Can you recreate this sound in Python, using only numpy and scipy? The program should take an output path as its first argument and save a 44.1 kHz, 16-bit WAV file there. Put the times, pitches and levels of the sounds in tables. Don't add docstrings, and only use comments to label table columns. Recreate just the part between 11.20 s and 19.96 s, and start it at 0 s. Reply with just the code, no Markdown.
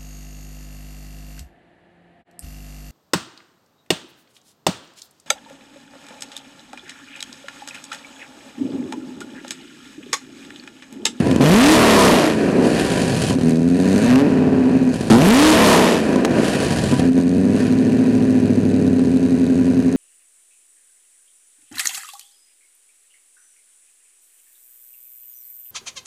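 import sys
import numpy as np
from scipy import signal
from scipy.fft import rfft, irfft, next_fast_len
from scipy.io import wavfile
from scipy.ndimage import uniform_filter1d

SR = 44100
rng = np.random.default_rng(int(sys.argv[2]) if len(sys.argv) > 2 else 0)


def waveform_to_disk(signal):
    frames = np.transpose(np.atleast_2d(signal))
    scaled = np.clip(frames, -1, 1) * 32767
    samples = np.round(scaled).astype(np.int16)
    wavfile.write(sys.argv[1], SR, samples)


N = 386316

# level/dB, lateness/ms
CYLINDERS = [(-3.5, -2.06), (3, 2.31), (.9, .98), (-1.1, 1.07), (2.2, 2.09), (-1.4, 1.61), (.8, 1.45),
             (3.6, 1.78)]
# f/Hz, width/Hz, level/dB
PIPE_MODES = [(100.8, 25.3, 1), (162.4, 12.2, 5.5), (256.45, 11.8, 16.5), (332.6, 45, -3),
              (402.5, 15.3, 0.5), (462, 3.4, -13.5), (563, 15, -13.5), (628, 22, -26)]
# t/s, level/dB, crack relative to that level/dB
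POPS = [(.071, -7, -9), (0.113, -5, -3.5), (0.161, -6, -1), (0.206, 0, -28), (0.229, 2, -16),
        (1.384, -7, -17), (1.463, -8, -26), (2.108, -7.5, -30), (2.957, -13.5, 8.5), (3.901, -4, -0.5),
        (4.959, -2.5, -8), (5.049, -13.5, 10.5), (5.054, -14, 4), (5.725, -6, -14), (5.733, -8, -24)]
# f/Hz, level/dB
RASP_SPECTRUM = [(180, -12.5), (300, 2), (341, 1), (473, 1), (515, -2.5), (656, 1), (836, -12.5),
                 (977, -15.5), (1560, -13.5), (1800, -9.5), (2170, -15), (2400, -12.5), (9000, -26.5),
                 (11700, -25), (19800, -120)]
HISS_SPECTRUM = [(1760, -29), (3000, 1), (3450, -5), (4380, -1), (5630, -7), (7050, -5), (8050, -7),
                 (9520, -4), (12100, -16), (13100, -24), (16000, -34)]
CLATTER_SPECTRUM = [(470, 9.5), (800, 5.5), (856, -29), (963, 7), (1040, -4.5), (1180, -4), (1270, -9.5),
                    (1470, 0.5), (1800, 1), (2130, -8), (2500, -1), (3470, -16), (4360, -13.5), (5610, -19),
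                    (7800, -22.5), (13200, -33)]
TICK_SPECTRUM = [(1760, -3), (3000, -6.5), (3400, -8.5), (3910, -1), (4600, -2.5), (5330, -10),
                 (6300, -2.5), (7400, -8), (8570, -4), (9790, -8), (11000, -10.5), (11800, -15.5),
                 (16000, -27)]
# multiple of the engine cycle rate, level/dB
HOWL_ORDERS = [(19, -6), (25, -4), (29, 1), (33, -4), (37, -4)]
# opens t/s, tops out t/s, shuts t/s, top speed/(firings/s)
BLIPS = [(.206, .555, .56, 321), (3.901, 4.285, 4.34, 312.7)]
# t/s, speed/(firings/s)
FIRST_RECOVERY = [(2.35, 80.4), (2.55, 89.6), (2.75, 97), (2.92, 125.6), (3.05, 148.1), (3.2, 156),
                  (3.35, 150.5), (3.55, 134.3), (3.9, 107.1)]
LAST_RECOVERY = [(5.88, 86.7), (6.08, 87.4), (6.42, 106.5), (6.62, 111.95), (6.8, 114), (7.1, 108.3),
                 (7.5, 99.3), (7.95, 88.25), (8.35, 89.35), (8.76, 88.1)]
# start t/s, end t/s, share/0-1
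GOVERNOR_FEEDS = [(2.2, 3.02, .65), (5.92, 6.33, .5)]
# speed/(firings/s), note/dB, rasp/dB, hiss/dB, roughness/0-1, cylinder spread/factor
PULLING_VOICE = [(111.5, -0.5, -21.5, -26, 0.15, 0.091), (149, -4.5, -15.5, -39, .12, .3),
                 (205.6, 5, -8, -19.5, 0.13, .45), (309.6, 5.5, -4, -13.5, 0.46, 0.66)]
COASTING_VOICE = [(100.3, -23.5, -31.5, -36.5, 0.98, 1.4), (160.6, -16.5, -22.5, -32.5, .45, 1.8),
                  (186.3, -15, -31, -51, 0.94, 1), (220.1, -14, -25, -39, 0.26, 5.8),
                  (233.4, -9.5, -14.5, -49, 0.92, 1.1), (264.7, 1, -6, -15.5, 0.098, 3.6),
                  (303, -2, -8.5, -24, .1, 0.99)]
IDLING_VOICE = [(84.5, -13, -39.5, -50.5, 0.071, 0.97), (117.3, -13, -35, -50, 0.11, 0.98),
                (156, -10.5, -31.5, -57, 0.19, 1)]
# start t/s, end t/s, added note/dB, rasp/dB, hiss/dB, spread evened out/0-1
GAS_SURGES = [(1.337, 1.577, 3.5, 2, 9.5, 0.027), (1.906, 2.198, -0.5, 2.5, 4.5, 0.36),
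              (2.177, 2.415, 2.5, 6.5, 9, 0.24), (2.403, 3.3, 0.5, 10, 12.5, 0.12),
              (2.843, 3.09, 7, 2, -13, .8), (3.879, 4.034, 5, 1, 4.5, 0.1), (5.123, 5.277, 4.5, 0, 0, 0.11),
              (5.77, 5.92, 4.5, 10, 6, 0.0093), (5.94, 6.042, 3, 4.5, 5, 0.16),
              (6.269, 6.559, -1, 5.5, 8, 0.17)]
# start t/s, end t/s, note/dB, rasp/dB, hiss/dB
STUMBLES = [(-.05, .23, -15.5, -31, -43), (2.166, 2.22, -22, -37, -44), (3.71, 3.93, -24, -35.5, -41.5)]
# delay t/s, level/dB
HOUSE_ECHOES = [(.031, -19), (.058, -23), (.093, -27)]

START_SPEED = 137
BOOM_FROM, BOOM_RANGE = 112, 42
HOWL_FROM, HOWL_RANGE = 225, 35
CATCH_FROM, CATCH_TO = 93.1, 86
SHELL_HZ, SHELL_T60_S = 987, 0.21


def exhaust_note(clicks, turns, speed, throttle, rough, rushing, fed, boom=2.15, blare_db=-13):
    phase = 2 * np.pi * turns
    flow = 2 * uniform_filter1d(clicks, SR // 10)
    pulses = clicks + flow * (.21 * np.cos(2 * phase) - .13 * np.cos(phase))
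    ringing = (1 - fed) * evened(pipe(pulses)) + fed * evened(pipe(pulses, damping=3))
    ringing = evened(butter(ringing, 583, "low", order=4))
    beat = sum(2 * w * uniform_filter1d(clicks * w, SR // 10) for w in (np.cos(phase), np.sin(phase)))
    burble = pipe(clicks - .5 * beat, damping=11.9)
    bark = evened(butter(butter(burble, 480, "low"), 93, "high"))
    broad = np.clip(1.43 * rushing + .75 * ease(rough, .15, .3), 0, 1)
    body = (1 - broad) * ringing + broad * bark
    turbulence = rng.standard_normal(N) * decaying(clicks, decay_s=.13)
    eddies = evened(butter(pipe(turbulence, damping=39), 480, "low"))
    churn = .02 + .7 * rough ** 1.5
    blare = evened(butter(butter(clicks, 646, "high", order=4), 850, "low", order=3))
    steep = .5 * np.clip((speed - 110) / 60, 0, 1) + 1.3 * rushing
    wave = np.cos(phase) + .28 * np.sin(2 * phase)
    return evened(body + from_db(blare_db) * steep * blare + churn * eddies + boom * throttle ** 2 * wave)


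def pipe(x, damping=1):
    ringing = 0
    main_hz = max(PIPE_MODES, key=lambda mode: mode[2])[0]
    for hz, width_hz, db in PIPE_MODES:
        r = np.exp(-np.pi * width_hz * damping / SR)
        gain = from_db(db) * (1 if hz >= main_hz else -1)
        forward = [(1 - r * r) / 2, 0, (r * r - 1) / 2]
        feedback = [1, -2 * r * np.cos(2 * np.pi * hz / SR), r * r]
        ringing = ringing + gain * signal.lfilter(forward, feedback, x + 1e-18)
    return butter(ringing, 53, "high")


def firings(turns, speed, rough, spread):
    at = np.searchsorted(turns, np.arange(int(turns[-1])))
    strength_db, late_ms = np.array(CYLINDERS)[np.arange(len(at)) % len(CYLINDERS)].T
    chance = np.clip(rng.standard_normal((len(at), 2)), -1.6, 1.6)
    jitter_s = .07 * rough[at] * chance[:, 0] / speed[at]
    late_s = np.minimum(spread[at], 1) * late_ms / 1000 + jitter_s
    scatter_db = (.4 + 3 * rough[at]) * chance[:, 1]
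    onsets = np.clip((at + SR * late_s).astype(int), 0, N - 1)
    clicks = np.zeros(N)
    clicks[onsets] = from_db(np.minimum(spread[at], 2) * strength_db + scatter_db)
    return clicks


def crank(speed, last_stroke=.11):
    turns = np.cumsum(speed) / SR
    return turns + (last_stroke - turns[-1]) % len(CYLINDERS)


def engine_speed(t):
    speed = np.full(N, float(START_SPEED))
    for (open_s, top_s, _, top), recovery in zip(BLIPS, (FIRST_RECOVERY, LAST_RECOVERY)):
        before = speed[int(open_s * SR)]
        rising = before + (top - before) * ease(t, open_s, top_s - open_s)
        falling = np.maximum(coasting_speed(t, top_s, top), look_up(recovery, t)[0])
        speed = np.select([t < open_s, t < top_s], [speed, rising], falling)
    return speed


def coasting_speed(t, top_s, top, hang_s=.05, sag=34.4, sag_s=.22, friction_per_s=128):
    since = np.maximum(t - top_s - hang_s, 0)
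    return top - sag * (1 - np.exp(-since / sag_s)) - friction_per_s * since


def engine_state(t, speed, bite_s=.0051, shutting_s=.074, stumble_rough=.6, stumble_spread=1.3):
    state, throttle = look_up(IDLING_VOICE, speed), 0
    for start_s, end_s, *levels_db in STUMBLES:
        stumble = ease(t, start_s, .034) * (1 - ease(t, end_s - .02, .044))
        faltering = np.array([*levels_db, stumble_rough, stumble_spread])[:, None]
        state += stumble * (faltering - state)
    for open_s, top_s, shut_s, top in BLIPS:
        bite = ease(t, open_s, bite_s)
        held = 1 - ease(t, shut_s - shutting_s / 2, shutting_s)
        uncaught = ease(coasting_speed(t, top_s, top), CATCH_TO, CATCH_FROM - CATCH_TO)
        revving = held * look_up(PULLING_VOICE, speed) + (1 - held) * look_up(COASTING_VOICE, speed)
        state += bite * uncaught * (revving - state)
        throttle = throttle + bite * held * ease(speed, BOOM_FROM, BOOM_RANGE)
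    for start_s, end_s, *added_db, evening in GAS_SURGES:
        swell = np.sin(np.pi * np.clip((t - start_s) / (end_s - start_s), 0, 1))
        state[:3] += np.outer(added_db, swell ** 2)
        state[4] *= 1 - evening * swell
    return *state, throttle


def gas_lumps(clicks, speed, rough):
    stumbling = rough * np.clip((190 - speed) / 90, 0, 1)
    shoves = np.sqrt(clicks) * rng.choice([-1, 1], N)
    lumps = butter(butter(shoves, 152, "low", order=4), 156, "high")
    return from_db(5.5) * stumbling * evened(lumps)


def exhaust_rasp(clicks, rough):
    fronts = evened(coloured(clicks, RASP_SPECTRUM))
    turbulence = stroke_noise(clicks, RASP_SPECTRUM, decay_s=.003, steady=.7)
    return from_db(8.5) * butter(1.4 * (1 - rough) * fronts + .5 * turbulence, 296, "high")


def stroke_noise(clicks, spectrum, decay_s, steady):
    puffs = evened(decaying(clicks, decay_s))
    return coloured(rng.standard_normal(N) * evened(steady + puffs), spectrum)


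def howl(turns, speed, overrun, flutter_hz=65, swell_width_hz=130):
    tones = 0
    for order, db in HOWL_ORDERS:
        per_firing = order / len(CYLINDERS)
        flutter = .4 + .75 * evened(butter(rng.standard_normal(N), flutter_hz, "low"))
        detuning = 2 * (per_firing * speed - SHELL_HZ) / swell_width_hz
        swell = .35 + .65 / (1 + detuning ** 2)
        tone = np.sin(2 * np.pi * (per_firing * turns + rng.random()))
        tones = tones + from_db(db) * flutter * swell * tone
    return tones * overrun


def crackle(clicks, throttle):
    spits = stroke_noise(scattered(clicks, spread_db=7), RASP_SPECTRUM, decay_s=.002, steady=.1)
    return from_db(-17) * throttle * butter(spits, 700, "high", order=1)


def afterfire(crack_s=.0025, clank_db=-22, muffled_hz=1100):
    pops, cracks = np.zeros((2, N))
    for s, db, crack_db in POPS:
        pops[int(s * SR)] = from_db(db)
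        cracks[int(s * SR)] = from_db(db + crack_db)
    thump = butter(pipe(pops, damping=3), muffled_hz, "low")
    thump *= pops.max() / np.abs(thump).max()
    r, w = from_db(-60 / (SHELL_T60_S * SR)), 2 * np.pi * SHELL_HZ / SR
    clank = signal.lfilter([0, np.sin(w)], [1, -2 * r * np.cos(w), r * r], pops + 1e-18)
    crack = butter(rng.standard_normal(N) * decaying(cracks, crack_s), 2200, "low", order=1)
    return thump + from_db(clank_db) * clank + crack


def valve_ticks(clicks):
    taps = scattered(clicks, spread_db=3.5)
    return from_db(7.5) * stroke_noise(taps, TICK_SPECTRUM, decay_s=.0018, steady=.65)


def street(car):
    dull = butter(car, 2200, "low", order=1)
    echoes = sum(from_db(db) * np.pad(dull, (int(s * SR), 0))[:N] for s, db in HOUSE_ECHOES)
    rumble = butter(butter(rng.standard_normal(N), 65, "low"), 21, "high")
    return car + echoes + from_db(-94) * rumble / np.std(rumble)


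def from_db(db):
    return 10 ** (np.asarray(db) / 20)


def look_up(rows, x):
    axis, *columns = np.transpose(rows)
    return np.array([np.interp(x, axis, column) for column in columns])


def ease(x, start, length):
    return .5 - .5 * np.cos(np.pi * np.clip((x - start) / length, 0, 1))


def butter(x, hz, kind, order=2):
    return signal.sosfilt(signal.butter(order, hz, kind, fs=SR, output="sos"), x)


def evened(x, span_s=.09):
    return x / np.sqrt(np.maximum(uniform_filter1d(x * x, int(span_s * SR)), 1e-12))


def decaying(clicks, decay_s):
    return signal.lfilter([1], [1, -np.exp(-1 / (decay_s * SR))], clicks + 1e-18)


def scattered(clicks, spread_db):
    return (clicks > 0) * from_db(spread_db * np.clip(rng.standard_normal(N), -2, 2))


def coloured(x, spectrum):
    hz, db = np.transpose(spectrum)
    size = next_fast_len(N + 8192, real=True)
    grid_hz = np.maximum(np.arange(size // 2 + 1) * SR / size, 1)
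    gain = from_db(np.interp(np.log(grid_hz), np.log(hz), db))
    cepstrum = irfft(np.log(gain), size)
    cepstrum[1:size // 2] *= 2
    cepstrum[size // 2:] = 0
    shaped = irfft(rfft(x, size) * np.exp(rfft(cepstrum)), size)[:N]
    return shaped / np.std(shaped)


def scene(feed_fade_s=.11, overrun_rough=.24):
    t = np.arange(N) / SR
    speed = engine_speed(t)
    note_db, rasp_db, hiss_db, rough, spread, throttle = engine_state(t, speed)
    overrun = (1 - throttle) * ease(speed, HOWL_FROM, HOWL_RANGE)
    rough = np.clip(rough, overrun_rough * overrun, 1)
    fed = sum(share * ease(t, start_s, feed_fade_s) * (1 - ease(t, end_s, feed_fade_s))
              for start_s, end_s, share in GOVERNOR_FEEDS)
    turns = crank(speed)
    clicks = firings(turns, speed, rough, spread * (1 - fed))
    rushing = np.clip((rasp_db + 25) / 9, 0, 1)
    hissing = np.clip((hiss_db + 50.5) / 8, 0, 1) * (1 - fed) ** 2
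    note = exhaust_note(clicks, turns, speed, throttle, rough, rushing, fed)
    lumps = gas_lumps(clicks, speed, rough)
    rasp = exhaust_rasp(clicks, rough)
    clatter = from_db(5) * stroke_noise(clicks, CLATTER_SPECTRUM, decay_s=.017, steady=.38)
    hiss = from_db(3) * stroke_noise(clicks, HISS_SPECTRUM, decay_s=.0092, steady=.049)
    ticks = valve_ticks(clicks)
    howling = howl(turns, speed, overrun)
    low = from_db(note_db) * (note + lumps)
    middle = from_db(rasp_db) * (np.sqrt(rushing) * rasp + np.sqrt(1 - rushing) * clatter + howling)
    top = from_db(hiss_db) * (np.sqrt(hissing) * hiss + np.sqrt(1 - hissing) * ticks)
    return street(low + middle + top + crackle(clicks, throttle) + afterfire())[None]


def record(dry, ceiling=.8, target=.48, release_db_per_s=45, attack_s=.041, cutoff_hz=15900):
    x = butter(dry[0], 105, "high", order=1)
    x = x / (1 + (x / ceiling) ** 6) ** (1 / 6)
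    x = butter(butter(x, 11400, "low"), 38, "high", order=1)
    over_db = 20 * np.log10(np.maximum(np.abs(x) / target, 1))
    release_db = release_db_per_s * np.arange(N) / SR
    held_db = np.maximum.accumulate(over_db + release_db) - release_db
    x = x * from_db(-decaying(held_db, attack_s) / (attack_s * SR))
    return signal.sosfilt(signal.ellip(10, .2, 80, cutoff_hz, fs=SR, output="sos"), x)[None]


dry = scene()
out = record(dry)
waveform_to_disk(out)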